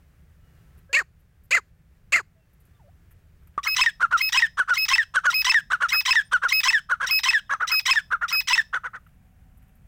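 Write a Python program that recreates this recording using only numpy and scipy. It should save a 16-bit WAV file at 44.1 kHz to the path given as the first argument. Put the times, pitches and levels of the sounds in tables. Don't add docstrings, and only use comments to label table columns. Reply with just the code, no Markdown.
import sys
import numpy as np
from scipy import signal
from scipy.fft import rfft, irfft, next_fast_len
from scipy.io import wavfile
from scipy.ndimage import map_coordinates

SR = 44100
rng = np.random.default_rng(int(sys.argv[2]) if len(sys.argv) > 2 else 0)


def pcm_store(signal):
    levels = np.round(np.clip(np.atleast_2d(signal), -1, 1) * 32767)
    wavfile.write(sys.argv[1], SR, levels.astype(np.int16).T)


def boost_factor(decibels):
    exponent = np.asarray(decibels, float) / 20
    return 10 ** exponent


N = 435266
CUT_S = 3.578


def unit(x):
    return x / np.sqrt(np.mean(x ** 2) + 1e-20)


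def along(points, hz):
    f, v = np.transpose(points)
    return np.interp(np.log(hz + 1), np.log(f + 1), v)


def wobble(rate, size):
    knots = rng.standard_normal(int(size * rate / SR) + 4)
    return map_coordinates(knots, [np.arange(size) * rate / SR])


def hiss(spectrum, size):
    m = next_fast_len(size + 8192)
    colour = boost_factor(along(spectrum, np.fft.rfftfreq(m, 1 / SR)))
    return unit(irfft(rfft(rng.standard_normal(m)) * colour, m)[:size])


def add(track, s, x):
    track[round(s * SR):][:len(x)] += x


def syrinx(track, rows, tract, air, breath_db, order=1, width=.3, dull_db=0, even_db=-99, spread=.48):
    s, *cols = np.transpose(rows)
    s = np.maximum.accumulate(s)
    t = np.arange(s[0], s[-1], 1 / SR)
    hz, db, throat_hz, lift_db, rough, under_db = (np.interp(t, s, c) for c in cols)
    rough = np.clip(rough, 0, 1)
    k = np.arange(1, int(16500 * order / hz.min()) + 1)[:, None]

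    drift = (.0015 + .05 * rough) * wobble(90, len(t))
    cycle = np.cumsum(hz / order * (1 + drift)) / SR
    cycle = cycle + .07 * rough * wobble(600, len(t)) / order

    f = k * hz[::16] / order
    throat_hz, lift_db, under_db, coarse = throat_hz[::16], lift_db[::16], under_db[::16], rough[::16]
    lift = lift_db / (1 + ((f - throat_hz) / (width * throat_hz)) ** 2)
    lift = lift - np.maximum(lift_db - 4, 0) * (.3 * (f > 4500) + .5 * (f > 9000))
    lift = lift - dull_db * np.log2(2700 / throat_hz) * (f > 1.6 * throat_hz) - 16 * coarse * (f > 9500)
    under = k % order > 0
    colour = np.maximum(along(tract, f), np.where(under, even_db - 60 * coarse, -99))
    size = boost_factor(colour + lift + under_db * under) * (f < 16000)

    knots = rng.standard_normal((len(k), len(t) // 200 + 2))
    i, part = np.divmod(np.arange(len(t))[::16], 200)
    patches = knots[:, i] + (knots[:, i + 1] - knots[:, i]) * part / 200
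    size = size * boost_factor((1 + 9 * coarse + 3 * under) * patches * (k > order))
    size = size / np.sqrt(np.sum(size ** 2, axis=0) / 2)
    size = np.repeat(size, 16, axis=1)[:, :len(t)]

    turn = np.float32(k) * np.float32(2 * np.pi * (cycle % 1))
    start = np.float32(2 * np.pi * spread * rng.random(k.shape))
    tone = np.sum(size * np.cos(turn + start), axis=0)
    shimmer = boost_factor(8 * rough * np.tanh(wobble(300, len(t))) + .6 * wobble(90, len(t)))
    puffs = 1 + 0.66 * np.cos(2 * np.pi * cycle)
    breath = boost_factor(breath_db) * (rough + 0.011) * hiss(air, len(t)) * puffs
    edge = np.minimum(1, np.minimum(t - s[0], s[-1] - t) / 0.0022)
    add(track, s[0], boost_factor(db) * edge * (tone * shimmer + breath))


# (start [s], rasp length [s], tone length [s], tone level [dB], tone pitch [Hz])
CLUCKS = [(3.652, .015, .023, -29, 1300), (4.005, .023, .026, -15, 1400), (4.115, .018, .034, -15, 1380),
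          (4.578, .02, .025, -16, 1480), (4.682, .023, .035, -16.5, 1430), (5.146, .019, .024, -15, 1500),
          (5.242, .024, .037, -15.5, 1440), (5.707, .024, .023, -17.5, 1470), (5.808, .024, .03, -18, 1400),
          (5.925, .015, .025, -28, 1350), (6.32, .017, .031, -15, 1460), (6.424, .026, .022, -17, 1430),
          (6.897, .022, .024, -18, 1440), (7.004, .021, .033, -23, 1550), (7.105, .015, .02, -42, 1350),
          (7.498, .038, .017, -23, 1360), (7.603, .017, .032, -22, 1400), (7.705, .02, .023, -30, 1350),
          (8.111, .023, .021, -18, 1390), (8.216, .014, .028, -22, 1380), (8.315, .02, .023, -30, 1350),
          (8.732, .016, .028, -22, 1480), (8.838, .014, .027, -30, 1450), (8.936, .014, .022, -33, 1420)]
# (beak opening as overtone level [dB], swell along the tone [dB])
DELIVERY = [(-8, 1), (-2.5, 3.5), (-5, 4), (1, -5), (-1.5, 1.5), (3, -1), (-0.5, 0.5), (0.5, -5),
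            (-1.5, -0.5), (-8.5, -2.5), (3.5, -0.5), (-4.5, -2), (-3.5, -1.5), (-4.5, 0.5), (-8, 1.5),
            (-7.5, 0.5), (-11.5, 0.5), (-8, 0), (-9, -1.5), (-10.5, 1), (-8.5, 0), (-7.5, 2), (-13, 1),
            (-13.5, -1)]
PURITY = [0, 1, 1, 1, 1, 1, 1, .65, .65, 0, 1, .9, 1, .05, 0, .25, .4, 0, 1, .4, .1, .2, 0, 0]
# (top of the rasp [Hz], rasp against the tone [dB], effort [dB])
CLIMBS = [(1300, 0, 0), (1650, -6, 0), (1600, -6, 0), (1720, -6, 0), (1580, -6, 0), (1750, -6, 0),
          (1720, -6, 0), (1800, -4, 0), (1700, -4, 0), (1250, 0, 0), (1650, -6, 0), (1680, -5, 0),
          (1720, -4, 0), (1560, 0, 0), (1350, 0, 0), (1720, 0, 0), (1430, -1, 0), (1350, 0, 0),
          (1580, -4, 0), (1400, -1, 0), (1350, 0, 0), (1480, 0, 0), (1450, 0, 0), (1420, 0, 0)]
# (frequency [Hz], level [dB])
CLUCKER = [(330, -50), (480, -13), (800, -18.5), (1150, 0), (1820, -1.5), (2100, -17), (3100, -5),
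           (4500, -18), (5900, -8), (7500, -17), (9000, -13), (10500, -32), (14500, -27), (16500, -46)]
# (frequency [Hz], density [dB per Hz])
RASP = [(400, -35.5), (900, -7.5), (1500, 5), (2100, -9), (3200, -18.5), (6000, -33), (8500, -32),
        (11000, -29), (16500, -50)]


def clucker():
    track = np.zeros(N + SR)
    first_db, mid_db, last_db = 24, 20, 17
    rasp_throat = 1420
    for cluck, (open_db, swell_db), pure, climb in zip(CLUCKS, DELIVERY, PURITY, CLIMBS):
        a, rasp, tone, db, hz = cluck
        top_hz, rasp_db, effort_db = climb
        b, c = a + rasp, a + rasp + tone
        db = db + effort_db
        rasp_db = db + rasp_db
        under_db, rough = -34 * pure, .36 - .32 * pure
        lift_db = 11 + 10 * pure
        throat_hz = rasp_throat + pure * (hz - rasp_throat)
        tract = [(f, g + open_db * (f > 2500)) for f, g in CLUCKER]
        air = [(f, g + open_db * (f > 2500)) for f, g in RASP]
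        arch_s = .3 * tone * (pure < .5) * (top_hz < 1.1 * hz)
        climbing = [
            (a - .004 - .004 * pure, (.62 - .12 * pure) * top_hz, rasp_db - 13 - 7 * pure,
             1250, first_db, .3, 0),
            (a + .004, .74 * top_hz, rasp_db - 5, 1350, mid_db, .3, 0),
            (a + min(.016, .75 * rasp), .95 * top_hz, rasp_db, rasp_throat, last_db, .42, 0),
            (b + .001, top_hz, rasp_db - 2 * pure, rasp_throat, last_db, .42, -1)]
        falling = [
            (b + .002 + arch_s, 1.06 * hz, db - swell_db / 2, 1.08 * throat_hz, lift_db, rough, under_db),
            (c - .002, (.9 + .045 * pure) * hz, db - 4.5 + 2.1 * pure + swell_db / 2,
             .96 * throat_hz, lift_db + 5, rough, under_db),
            (c + .002, .86 * hz, db - 9 - 7 * pure, hz, 20, .3, -6),
            (c + .02, .9 * hz, db - 34, hz, 22, .5, -3)]
        syrinx(track, climbing + falling, tract, air, breath_db=-3, order=3, width=.3)

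    cut = [(CUT_S, 1203, -15.5, 1200, 23, .08, -20),
           (3.59, 1148.5, -27, 1150, 32.5, 0.3, -26),
           (3.605, 1119, -42.5, 1150, 17.5, 0.1, -9)]
    syrinx(track, cut, CLUCKER, RASP, breath_db=-5.5, order=3)
    step = boost_factor(-32.5) * np.pad(np.hanning(7), (0, 17)) + boost_factor(-20) * np.hanning(24)
    add(track, CUT_S, step)
    return track[:N]


# (frequency [Hz], density [dB per Hz])
WHEEZE = [(500, -25.5), (1200, 1), (3000, 4.5), (5000, -14.5), (8000, 0.5), (10500, -12), (13500, -8),
          (15500, -9), (16500, -25)]


def sing(track, rows, tract, air=WHEEZE, **more):
    tuned = [(s, hz, db, hz, *rest) for s, hz, db, *rest in rows]
    syrinx(track, tuned, tract, air, breath_db=-7, order=2, **more)


# (start [s], length [s], pitch [Hz], level [dB], undertone [dB])
WHISTLES = [(3.675, .074, 2563, -24.2, -29), (4.215, .076, 2563, -22.6, -29),
            (4.777, .076, 2562, -22.2, -30), (5.341, .078, 2553, -21, -31), (5.929, .078, 2554, -20.5, -29),
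            (6.527, .077, 2550, -20.2, -28), (7.108, .082, 2556, -19.5, -41), (7.715, .081, 2546, -20, -31),
            (8.325, .08, 2547, -21, -38)]
KICKS_DB = [8.5, 5.5, 5.5, -6.5, 4.5, 7, -5.5, -7, -6]
# (frequency [Hz], level [dB])
WHISTLER = [(500, -22), (1000, -6), (2500, -4), (3900, -3), (4500, -9), (5200, -3), (6200, -10),
            (7700, -31), (10200, -33), (12800, -16), (15300, -12), (16500, -34)]


def long_whistles(track):
    for (b, length, hz, db, under_db), kick_db in zip(WHISTLES, KICKS_DB):
        a, c = b - .043, b + length
        lead_db = db - 9
        arch = [
            (a - .002, 1050, lead_db - 12, -8, .35, -14), (a + .006, 1350, lead_db, -8, .3, -16),
            (a + .007, 1880, lead_db, -8, .2, -22), (a + .012, 1970, lead_db + 2, -8, .15, -22),
            (a + .018, 1880, lead_db, -8, .25, -18), (a + .02, 1550, lead_db, -6, .3, -14),
            (a + .025, 1350, lead_db - 1, -4, .4, -12), (a + .026, 960, lead_db - 2, 10, .4, -12),
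            (b - .006, 1100, lead_db - 2, 13, .35, -14), (b - .003, 1150, lead_db - 10, 12, .5, -12)]
        sing(track, arch, LEAPER)
        grace = [
            (b - .01, 2060, db - 13.5, 10, .4, -14), (b - .004, 2120, db + kick_db - 3.5, 16, .2, -20),
            (b + .001, 2150, db + kick_db, 16, .2, -20)]
        whistle = [
            (b + .0018, .998 * hz, db, 3, .1, under_db + 4.5), (b + 0.037, hz, db, 3, .04, under_db),
            (c, 1.004 * hz, db, 3, .03, under_db)]
        release = [
            (c + .001, 2000, db - 8, 3, .4, -14), (c + .005, 1800, db - 13, 3, .5, -12),
            (c + .006, 950, db - 14, 3, .6, -8), (c + .022, 800, db - 30, 3, .9, -8)]
        sing(track, grace + whistle + release, WHISTLER, even_db=-5)


# (peep start [s], lead-in [s], slide length [s], peep pitch [Hz], slide start pitch [Hz])
LEAPS = [(3.813, .044, .026, 2580, 1916), (4.373, .051, .031, 2594, 1942), (4.933, .051, .037, 2624, 1946),
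         (5.495, .05, .045, 2631, 1945), (6.107, .055, .046, 2603, 1929), (6.682, .045, .048, 2618, 1930),
         (7.285, .052, .045, 2613, 1923), (7.909, .055, .03, 2596, 1876), (8.53, .057, .024, 2602, 1882)]
# (start level [dB], time to full strength [s], end level [dB], throat lift [dB])
SWELLS = [(0.5, 0.0036, -6, 18.5), (-1, .005, -5, 20), (-3, .006, -7, 21), (-0.5, .006, -3.5, 17.5),
          (-3.5, 0.014, -3.5, 13.5), (-6.5, .018, -7, 16), (-7.5, .018, -7, 16), (-8, 0.021, -3.5, 16),
          (-3, 0.017, -2.5, 17)]
# (frequency [Hz], level [dB])
LEAPER = [(500, -21), (1000, -7.5), (2000, 2), (2600, -2.5), (3100, 6), (3900, -3.5), (4500, -11),
          (5200, 1.5), (5900, -4.5), (7800, -16.5), (10000, -23), (13000, -26), (15500, -22), (16500, -39)]
# (frequency [Hz], density [dB per Hz])
PANT = [(500, -25.5), (1200, 0), (3000, 5), (5000, -12), (8000, -2), (10500, -18.5), (13500, -15),
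        (15500, -14), (16500, -28)]


def leaping_notes(track):
    push, throb = np.zeros((2, N + SR))
    lead_db, db, dip_db, slide_db = -21.5, -14, -32.5, -14.5
    fall = 6500
    for (b, lead, slide, hz, from_hz), (start_db, full_s, end_db, lift_db) in zip(LEAPS, SWELLS):
        a, c = b - lead, b + .021
        d = c + .029
        e = d + slide
        to_hz = from_hz - fall * slide
        add(throb, d, .17 * np.sin(2 * np.pi * 150 * np.arange(0, slide, 1 / SR)))
        top = b - .038
        lead_in = [
            (min(a, top - .012) - .001, 950, lead_db - 11, 0, .4, -12),
            (top - .01, 1100, lead_db - 1, 0, .35, -14), (top - .005, 1350, lead_db, 0, .3, -14),
            (top - .004, 1960, lead_db, -3, .15, -24), (top + .004, 1970, lead_db, -3, .15, -24),
            (top + .008, 1600, lead_db - 1, 0, .35, -14), (top + .009, 1000, lead_db - 1, 9, .4, -12),
            (top + .02, 1010, lead_db, 14, .42, -11), (b - .002, 1070, lead_db + 1, 14, .42, -11)]
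        peep = [
            (b - .001, 2050, db - 7, 8, .4, -12), (b + .001, 2150, db - 4, 8, .3, -14),
            (b + .002, hz, db, 7, .1, -28), (c - .001, .99 * hz, db - 3, 7, .1, -28)]
        dip = [
            (c, 2050, db - 7, 12, .3, -14), (c + .005, 1750, db - 11, 8, .4, -12),
            (c + .006, 950, dip_db + 7, 8, .45, -12), (c + .016, 900, dip_db, 12, .45, -12),
            (d - .003, 950, dip_db + 2, 12, .45, -12), (d - .001, 1500, dip_db + 9, 10, .4, -12)]
        sliding = [
            (d, 1.03 * from_hz, slide_db + start_db, lift_db, .15, -30),
            (d + full_s, from_hz - fall * full_s - 20, slide_db, lift_db + 3, .05, -36),
            (e - .001, to_hz, slide_db + end_db, 25, .08, -36)]
        release = [
            (e + .001, .97 * to_hz, slide_db - 15, 22, .4, -12),
            (e + .012, 1600, slide_db - 20, 20, .6, -8), (e + .022, 1300, slide_db - 36, 16, .8, -6)]
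        sing(track, lead_in + peep + dip + sliding + release, LEAPER, PANT)
        puff = np.sin(np.linspace(0, 2 * np.pi, 1500)) * np.hanning(1500)
        add(push, b - .006, boost_factor(db - 27) * puff)
        add(push, b - .001, boost_factor(db - 36.0) * np.sin(np.linspace(0, 2 * np.pi, 140)))
    return throb, push


def whistler():
    track = np.zeros(N + SR)
    long_whistles(track)
    throb, push = leaping_notes(track)
    small = signal.butter(4, 830, "high", fs=SR, output="sos")
    return (signal.sosfilt(small, track * (1 + throb)) + push)[:N]


# (time [s], pitch [Hz], level [dB], throat resonance [Hz], roughness [0-1])
BARKS = [
    [(.9285, 438.4, -25, 2600, .15), (.941, 499.6, -17.5, 2500, .08), (.951, 545, -15.5, 2550, .3),
     (.962, 553.3, -16, 2200, .06), (.976, 629.4, -18.5, 1900, .06), (.992, 616, -19, 1800, .3),
     (1.003, 547.5, -24.5, 1600, 0), (1.019, 385, -34.5, 1200, .15), (1.029, 337, -51, 1050, .2)],
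    [(1.507, 480, -29, 2450, .12), (1.529, 601, -15, 2400, .06), (1.54, 704, -19, 2200, .15),
     (1.549, 692, -17, 2050, .5), (1.558, 676, -18.5, 2000, .12), (1.569, 615, -19, 1800, .08),
     (1.583, 474, -25.5, 1400, 0.2), (1.595, 378, -41.5, 1150, .2), (1.604, 329, -57, 1000, 0.3)],
    [(2.121, 505, -24, 2500, .2), (2.134, 622, -16.5, 2350, .25), (2.148, 694, -16, 2100, 0.2),
     (2.159, 715.3, -13.5, 2120, .1), (2.164, 621.3, -22.5, 1850, 0.6), (2.172, 685, -20, 1900, 0.2),
     (2.19, 560, -25.5, 1600, 0.1), (2.206, 398.3, -34.5, 1200, .15), (2.218, 315, -54, 1000, 0.1)],
]
# (time into the bark [s], throat lift [dB])
THROAT_LIFT = [
    (0, 4),
    (.014, 22.5),
    (.05, 20.5),
    (.089, 14.5),
]
# (frequency [Hz], level [dB])
BARKER = [(250, -19), (400, -18), (650, -26), (1400, -18), (2500, -14.5), (3500, -28), (4500, -14.5),
          (5700, -27), (7000, -11.5), (9000, -29), (11000, -29.5), (14000, -32), (16500, -48)]


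def barker():
    track = np.zeros(N + SR)
    for bark in BARKS:
        rows = []
        for s, hz, db, throat_hz, rough in bark:
            lift_db = np.interp(s - bark[0][0], *np.transpose(THROAT_LIFT))
            under_db = 40 * rough - 32
            rows.append((s, hz, db, throat_hz, lift_db, rough + .08, under_db))
        syrinx(track, rows, BARKER, BARKER[2:], breath_db=-8.5, order=2, spread=.35, width=.16, dull_db=10.5)
    return track[:N]


# (start [s], length [s], from [Hz], to
# [Hz], level [dB])
PEEPS = [(0.892, 0.034, 527, 575, -53), (2.355, 0.065, 659, 634, -70), (2.73, .065, 1200, 1150, -72),
         (2.793, 0.048, 994, 600, -59.5), (2.837, .045, 600, 562, -57.5), (2.877, .025, 567, 800, -58.5),
         (0.353, 0.71, 1334, 1296, -76.5), (.4, .25, 2910, 2850, -78), (2.745, 0.041, 3600, 3480, -75),
         (2.381, 0.087, 2740, 2660, -78), (6.247, 0.04, 8800, 8750, -61), (7.455, .024, 3550, 3700, -66),
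         (7.474, .02, 3680, 2700, -66), (9.08, .78, 250, 254, -73), (9.064, 0.0087, 1520, 1230, -49)]


def peeps():
    track = np.zeros(N + SR)
    for s, length, from_hz, to_hz, db in PEEPS:
        size = round(length * SR)
        turn = 2 * np.pi * np.cumsum(np.linspace(from_hz, to_hz, size)) / SR
        tone = np.sin(turn) + .12 * np.sin(2 * turn) + .8 * np.sin(3 * turn) * (from_hz < 550)
        swell = boost_factor(db + 2.2 * wobble(36, size)) * signal.windows.tukey(size, .3)
        add(track, s, swell * tone)
    return track[:N]


# (time [s], peak level [dB], low part [dB])
RUSTLES = [(0.776, -56.5, -4.5), (1.1932, -65, -16), (1.4366, -55.5, -24.5), (2.5275, -61, -17.5),
           (2.6004, -58.5, -16.5), (2.6509, -60, -10.5), (3.1073, -52.5, -2), (3.4194, -67.5, 6.5),
           (3.4711, -57.5, -2.5), (3.539, -81, 22.5), (6.309, -62, -25), (9.066, -61.5, 3),
           (9.5696, -60, -12.5), (9.6194, -62.5, 5), (9.6794, -62, 1.5), (9.7502, -62.5, -16)]


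def rustles():
    track, t = np.zeros(N + SR), np.arange(1200) / SR
    crisp = [(3500, -69), (6500, -5), (9000, 3), (14000, 14.5), (16500, -14.5)]
    dull = [(700, -19), (1300, 6), (3000, -3.0), (4500, -24.5)]
    for s, db, low_db in RUSTLES:
        grains = boost_factor(5.7 * wobble(900, len(t)) - 60 * t / 0.21) * np.minimum(1, t / 0.0018)
        crackle = hiss(crisp, len(t)) + boost_factor(low_db) * hiss(dull, len(t))
        add(track, s, boost_factor(db - 10.5) * grains * crackle)
    return track[:N]


# (time [s], hum level [dB])
FIELD = [(0.0, -54), (0.77, -53), (0.9, -57), (2.47, -57.5), (2.78, -55), (3.41, -55), (5.17, -56.5),
         (5.91, -55), (6.95, -57), (7.09, -56), (8.8, -55), (9.02, -54), (9.87, -52)]
# (frequency [Hz], density [dB per Hz])
HUM = [(12, -42.5), (20, -2), (45, -.5), (75, 4), (135, -5.5), (171, -4), (221, -20.5), (258, -26.5),
       (304, -36), (330, -29), (430, -46), (730, -120)]
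HUM_NEAR = [(11, -34.5), (18, -3), (30, -3), (43, 1.5), (113, -6.5), (169, -7), (259, -22), (330, -35),
            (430, -65.5), (730, -120)]
# (frequency [Hz], density [dB per Hz])
AIR = [(140, -29), (230, -12), (438, -13.5), (672, -17), (762, -18), (928, -21.5), (1700, -17.5),
       (4020, -30), (11500, -33), (15400, -30), (16500, -32)]
AIR_NEAR = [(200, -29.5), (280, -3), (420, -3), (700, -0.5), (1000, -7), (1600, -4.5), (2500, -8.5),
            (4200, -20), (15000, -16.5)]


def field():
    t = np.arange(N) / SR
    first = t < CUT_S
    traffic_db = np.interp(t, *np.transpose(FIELD))
    hum_db = traffic_db + .6 * wobble(2, N) + 1.2 * wobble(9, N)
    hum = boost_factor(hum_db) * np.where(first, hiss(HUM, N), hiss(HUM_NEAR, N))
    air_db = traffic_db + np.where(first, -13.5, -15.5) + 0.73 * wobble(3, N) + .6 * wobble(15, N)
    return hum + boost_factor(air_db) * np.where(first, hiss(AIR, N), hiss(AIR_NEAR, N))


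def echoes(x, decay):
    out, step = np.zeros(N + 2 * SR), int(.3 * SR)
    for i in range(0, N, step):
        hz, t, z = signal.stft(rng.standard_normal(SR // 2), SR, nperseg=256)
        dying = boost_factor(-60 * t / along(decay, hz)[:, None])
        tail = signal.istft(z * dying, SR, nperseg=256)[1]
        tail = tail / np.linalg.norm(tail)
        add(out, i / SR + 0.0042, signal.fftconvolve(x[i:i + step], tail))
    return out[:N]


# (frequency [Hz], time to fall 60 dB [s])
BUSHES = [(500, .1), (2000, .16), (5200, .3), (9000, .2), (15000, .25)]
# (frequency [Hz], time to fall 60 dB [s])
TREES = [(500, .5), (2000, 0.32), (6000, 0.36), (15000, 0.34)]


def scene():
    barks, duet = barker(), clucker() + whistler()
    near = echoes(boost_factor(-33) * barks + boost_factor(-19.5) * duet, BUSHES)
    far = echoes(boost_factor(-51.5) * barks + boost_factor(-36.0) * duet, TREES)
    return (barks + duet + near + far + peeps() + rustles() + field())[None]


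def band_limit(x):
    return signal.sosfilt(signal.butter(12, 16830, fs=SR, output="sos"), x)


def record(dry):
    m = next_fast_len(N)
    kept = np.fft.rfftfreq(m, 1 / SR) < 16000
    dry = irfft(rfft(dry, m) * kept, m)[:, :N]
    top, knee = .4, 6
    dry = dry / (1 + np.abs(dry / top) ** knee) ** (1 / knee)
    return band_limit(dry)


dry = scene()
out = record(dry)
pcm_store(out)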